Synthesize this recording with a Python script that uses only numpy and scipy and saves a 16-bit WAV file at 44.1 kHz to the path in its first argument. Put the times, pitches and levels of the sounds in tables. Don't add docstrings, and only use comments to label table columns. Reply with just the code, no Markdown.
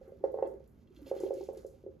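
import sys
import numpy as np
from scipy import signal
from scipy.fft import rfft, irfft, next_fast_len
from scipy.io import wavfile
from scipy.ndimage import map_coordinates

SR = 44100
rng = np.random.default_rng(int(sys.argv[2]) if len(sys.argv) > 2 else 0)


def store_wav(level_fs):
    pcm = np.round(np.clip(np.atleast_2d(level_fs), -1, 1) * 32767)
    wavfile.write(sys.argv[1], SR, pcm.T.astype(np.int16))


N = 88200


def amp(db):
    return 10 ** (np.asarray(db) / 20)


def unit(x):
    return x / np.sqrt(np.mean(x ** 2) + 1e-20)


def along(points, hz):
    f, values = np.transpose(points)
    return np.interp(np.log(hz + 1), np.log(f + 1), values)


def curve(points):
    times, values = np.transpose(points)
    return np.interp(np.arange(N) / SR, times, values)


def wobble(per_s):
    knots = rng.standard_normal(int(N * per_s / SR) + 4)
    return map_coordinates(knots, [np.arange(N) * per_s / SR])


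def filtered(x, response):
    size = next_fast_len(x.shape[-1] + SR // 2)
    hz = np.fft.rfftfreq(size, 1 / SR)
    return irfft(rfft(x, size) * response(hz), size)[..., :x.shape[-1]]


def ring(blows, modes, attack_s=0.002316, settle_db=0, settle_s=0.026):
    t = np.arange(SR // 4) / SR
    push = (1 - np.exp(-t / attack_s)) ** np.e
    settling = amp(settle_db * (1.5 - np.exp(-(t / settle_s) ** 4)))
    tones = np.array([amp(db - 60 * t / t60) * np.cos(2 * np.pi * hz * (t - 2 * attack_s))
                      for hz, db, t60, *_ in modes])
    return signal.fftconvolve(blows, tones * push * settling, axes=1)[:, :N]


# f/Hz, left-right correlation
LIKENESS = [(60, 0.9), (240, 0.81), (930, 0.28), (3650, -0.092), (14300, -0.05)]
def stereo_noise(spectrum):
    def mid_and_side(hz):
        angle = np.arccos(along(LIKENESS, hz)) / 2
        return amp(along(spectrum, hz)) * [np.cos(angle), np.sin(angle)]
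    mid, side = filtered(rng.standard_normal((2, N)), mid_and_side)
    return unit(np.array([mid + side, mid - side]))


# f/Hz, relative density/dB
AIR_TONE = [(15, -51), (25, -11), (65, 0), (180, -5), (217, -2.5), (763, -25.5), (849, -26.5),
            (1490, -33.5), (12300, -79.5), (14800, -49)]
def kitchen(air_db=-61, hum_db=-64.5, hum_hz=61):
    waver_db = 3 * wobble(9)
    air = amp(air_db) * stereo_noise(AIR_TONE)
    hum = np.sin(2 * np.pi * hum_hz * np.arange(N) / SR + 0.27 * wobble(15))
    return air + hum * amp(hum_db + waver_db)


LOW_HZ, HIGH_HZ = 410, 740
# f/Hz, level/dB, t60/s, lean to the left/dB
VESSEL_MODES = [(315, -10, 0.053, 2), (380.5, 11, 0.068, 0.5), (441, -8, 0.074, -1),
                (506.3, -12.5, 0.085, -0.5), (532.2, -0.5, 0.076, -3), (650, -9.5, 0.026, -1.5),
                (777, 7, 0.053, 0.5), (887.7, -1, 0.056, -2.5), (1072, -9, 0.055, -0.5),
                (1258, -11, 0.021, 3.5), (1497, -22.5, 0.054, -1.5), (1879, -22.5, 0.047, -1)]
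# t/s, level/dB
PATTER_LEVEL = [(0, -66), (.19, -68.5), (.3, -61), (.46, -54.5), (.64, -81.5), (.88, -85), (1.05, -65.5),
                (1.2, -62.5), (1.54, -66), (1.82, -81.5), (2, -82)]
def patter(peas_per_s=50, low_db=-9.5, high_db=-22.5):
    landings = rng.random(N) < peas_per_s / SR
    mode_db = [[low_db * (hz < LOW_HZ) + high_db * (hz > HIGH_HZ)] for hz, *_ in VESSEL_MODES]
    blows = landings * rng.standard_normal((len(VESSEL_MODES), N)) * amp(mode_db)
    return unit(ring(blows, VESSEL_MODES)) * amp(curve(PATTER_LEVEL))


# t/s, level/dB, centre f/Hz
WET_TICKS = [(0.078, -65, 11400), (0.239, -62, 5380), (0.317, -62.5, 11000), (0.472, -58, 10100),
             (0.675, -62, 11800), (1.016, -60.5, 10900), (1.201, -46.5, 7930), (1.338, -51, 7760),
             (1.41, -55, 4580), (1.437, -51.5, 6800), (1.53, -56.5, 10800), (1.572, -51.5, 8240),
             (1.575, -57, 4540), (1.665, -53, 8400)]
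def ticks(trim_db=-6.5, log_width=.4, snap_t60=.016, smear_t60=.38, smear_db=-10, rise_s=.0008):
    out = np.zeros(N + SR)
    t = np.arange(SR // 4) / SR
    decay = amp(-60 * t / snap_t60) + amp(smear_db - 60 * t / smear_t60)
    envelope = decay * (1 - np.exp(-t / rise_s))
    for s, db, hz in WET_TICKS:
        def band(f):
            ratio = (f + 1) / hz
            return np.exp(-.5 * (np.log(ratio) / log_width) ** 2) / np.sqrt(ratio)
        hiss = unit(filtered(rng.standard_normal(len(t)), band))
        out[round(s * SR):][:len(t)] += amp(db + trim_db) * hiss * envelope
    return out[:N]


# t/s, level/dB
SCRAPE_LEVEL = [(0, -83), (.08, -74.5), (.14, -85), (.23, -89), (.245, -62), (.33, -81), (.43, -66),
                (.6, -84.5), (.9, -89.5), (1.12, -68), (1.25, -71), (1.5, -85), (1.59, -71.5), (1.7, -88),
                (2, -99)]
# f/Hz, relative density/dB
SCRAPE_SPECTRUM = [(800, -22), (1150, 0.5), (1450, 0.5), (1700, -1), (1850, -8), (2050, -0.5), (2500, -30)]
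def scrape(flutter_db=0.81):
    return stereo_noise(SCRAPE_SPECTRUM) * amp(curve(SCRAPE_LEVEL) + flutter_db * wobble(50))


# t/s, level/dB, low-mode offset/dB, high-mode offset/dB
LANDINGS = [(0.12, -34, -15.5, -42), (.239, -11, -16.5, -22), (0.263, -38, -4, -37),
            (0.284, -29.5, -14, -36.5), (.341, -18.5, -23, -22), (.372, -27.5, -32.5, -18.5),
            (.386, -21.5, -18, -14), (.424, -13, -21, -16.5), (.452, -34.5, -4, -8), (.472, -27, -23, -26),
            (.541, -36, -4, -44), (.603, -44.5, -6, -17), (1.113, -15.5, -16, -23),
            (1.139, -23.5, -31, -28), (1.163, -29.5, -5, -18), (1.205, -34.5, 3, -13.5),
            (1.234, -27, 5, -16), (1.263, -24.5, -12, -26), (1.278, -49, 5, -8), (1.306, -18.5, -13.5, -20),
            (1.331, -37, 1, -33), (1.35, -34.5, -16, -40), (1.369, -47, 13, -40), (1.408, -42, 11, -2.5),
            (1.431, -40, -11, -20), (1.487, -23.5, -12, -18.5), (1.534, -31, -22, -34),
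            (1.57, -48.5, 10, -8.5), (1.647, -27, -11.5, -37), (1.694, -60.5, -1, -25),
            (1.838, -43, -4.5, -29), (1.863, -34, -4, -27.5), (1.888, -51.5, 6, -32)]
def clumps(scatter_db=1.5, lead_s=0.002):
    register = np.digitize([hz for hz, *_ in VESSEL_MODES], [LOW_HZ, HIGH_HZ])
    blows = np.zeros((len(VESSEL_MODES), N))
    for s, db, low_db, high_db in LANDINGS:
        mode_db = db + np.array([low_db, 0, high_db])[register]
        scatter = rng.standard_normal(len(VESSEL_MODES))
        blows[:, round((s - lead_s) * SR)] = amp(mode_db + scatter_db * scatter)
    return ring(blows, VESSEL_MODES, settle_db=-7.5)


# f/Hz, level/dB, t60/s
CAN_MODES = [(2010, 0, .07), (2700, -1, .08), (3220, 0, .045), (3500, -2, .04), (4200, 0, .07),
             (4550, -2, .05), (5140, -3, .055), (6250, -6, .05), (6820, -8, .05)]
# t/s, level/dB, centre f/Hz
CAN_KNOCKS = [(0.239, -64.5, 2200), (0.424, -61.5, 2290), (0.443, -67, 2175), (.456, -67.5, 2870),
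              (0.873, -70.5, 3030), (0.917, -77.5, 3100), (0.963, -61.5, 3440), (.992, -73, 4070),
              (1.062, -59.5, 3820), (1.079, -62.5, 4900), (1.168, -62.5, 4240), (1.187, -60, 3350),
              (1.264, -60.5, 2960)]
def clinks(db_per_octave=-22, scatter_db=2, detune=.008):
    out = np.zeros(N)
    for s, db, centre_hz in CAN_KNOCKS:
        scatter, bends = rng.standard_normal((2, len(CAN_MODES)))
        octaves_away = np.abs(np.log2([hz / centre_hz for hz, *_ in CAN_MODES]))
        strengths = amp(db + db_per_octave * octaves_away + scatter_db * scatter)
        blows = np.outer(strengths, np.arange(N) == round(s * SR))
        bent_modes = [(hz * (1 + detune * bend), *rest) for (hz, *rest), bend in zip(CAN_MODES, bends)]
        out += ring(blows, bent_modes, attack_s=0.0006).sum(0)
    return out


# t/s, level/dB, f/Hz
AIR_GULPS = [(0.903, -47.5, 368.6), (0.969, -45, 315.5), (1.016, -39.5, 295), (1.051, -42.5, 274)]
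def gulps(t60=0.092):
    blows = np.zeros((len(AIR_GULPS), N))
    for row, (s, *_) in enumerate(AIR_GULPS):
        blows[row, round(s * SR)] = 1
    return ring(blows, [(hz, db, t60) for _, db, hz in AIR_GULPS]).sum(0)


# t/s, level/dB
SLIDE_LEVEL = [(0, -85), (.45, -84), (.7, -88), (.95, -85.5), (.97, -76), (1.05, -78), (1.07, -68.5),
               (1.2, -68.5), (1.3, -70), (1.42, -71), (1.53, -81), (1.58, -77.5), (1.65, -83.5), (1.8, -86),
               (2, -88)]
# f/Hz, relative density/dB
RUSTLE_SPECTRUM = [(1200, -45), (2200, 1.5), (4000, -1.5), (7000, -4), (9000, -6.5), (12500, -5.5),
                   (14800, -18)]
def slide(grains_per_s=170, grain_s=.0008, grain_db=-9, nudges_per_s=450, rattle_db=-10.5, flutter_db=2):
    spikes = (rng.random(N) < grains_per_s / SR) * rng.exponential(size=N)
    grain_decay = np.exp(-np.arange(300) / (grain_s * SR))
    grains = unit(np.convolve(spikes, grain_decay)[:N])
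    rustle = unit(stereo_noise(RUSTLE_SPECTRUM)[0] * (1 + amp(grain_db) * grains))
    shape = (len(CAN_MODES), N)
    nudges = (rng.random(shape) < nudges_per_s / SR) * rng.standard_normal(shape)
    rattle = amp(rattle_db) * unit(ring(nudges, CAN_MODES, attack_s=0.00013).sum(0))
    return (rustle + rattle) * amp(curve(SLIDE_LEVEL) + flutter_db * wobble(29.14))


# f/Hz, t60/s
ROOM_DECAY = [(300, 0.31), (1000, 0.28), (8000, 0.19)]
def room(x, rise_s=0.01):
    hz, t, noise = signal.stft(rng.standard_normal((2, SR // 2)), SR, nperseg=256)
    decay = amp(-60 * t / along(ROOM_DECAY, hz)[:, None])
    build_up = 1 - np.exp(-(t / rise_s) ** 2)
    _, tail = signal.istft(noise * decay * build_up, SR, nperseg=256)
    return signal.fftconvolve(x[None], tail / np.linalg.norm(tail[0]), axes=1)[:, :N]


# f/Hz, left lead/rad
PORT_PHASE = [(1500, .3), (3000, -.5), (6000, -1.0), (7150, 1.2), (8400, 2.9), (9600, 3.4), (11800, 6.1),
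              (14500, 8)]
def scene(bass_cut_hz=240, right_db=1.37, lean_below_hz=6500, vessel_room_db=-6.5, can_room_db=-12):
    side = np.array([[1], [-1]])
    lean_db = -right_db * side
    modes = filtered(clumps() + patter(), lambda f: (1j * f / (bass_cut_hz + 1j * f)) ** 2)
    vessel = amp(side * [left_db for *_, left_db in VESSEL_MODES]) @ modes

    def ports(hz):
        return np.exp(.5j * side * along(PORT_PHASE, hz)) * amp(lean_db * (hz < lean_below_hz))
    can = slide() + ticks() + clinks() + gulps()
    reverb = amp(vessel_room_db) * room(modes.sum(0)) + amp(can_room_db) * room(can)
    diffuse = reverb + scrape() + kitchen()
    return vessel + filtered(can, ports) + diffuse * amp(lean_db)


def record(dry, top_hz=14900):
    return filtered(dry, lambda hz: hz < top_hz)


dry = scene()
out = record(dry)
store_wav(out)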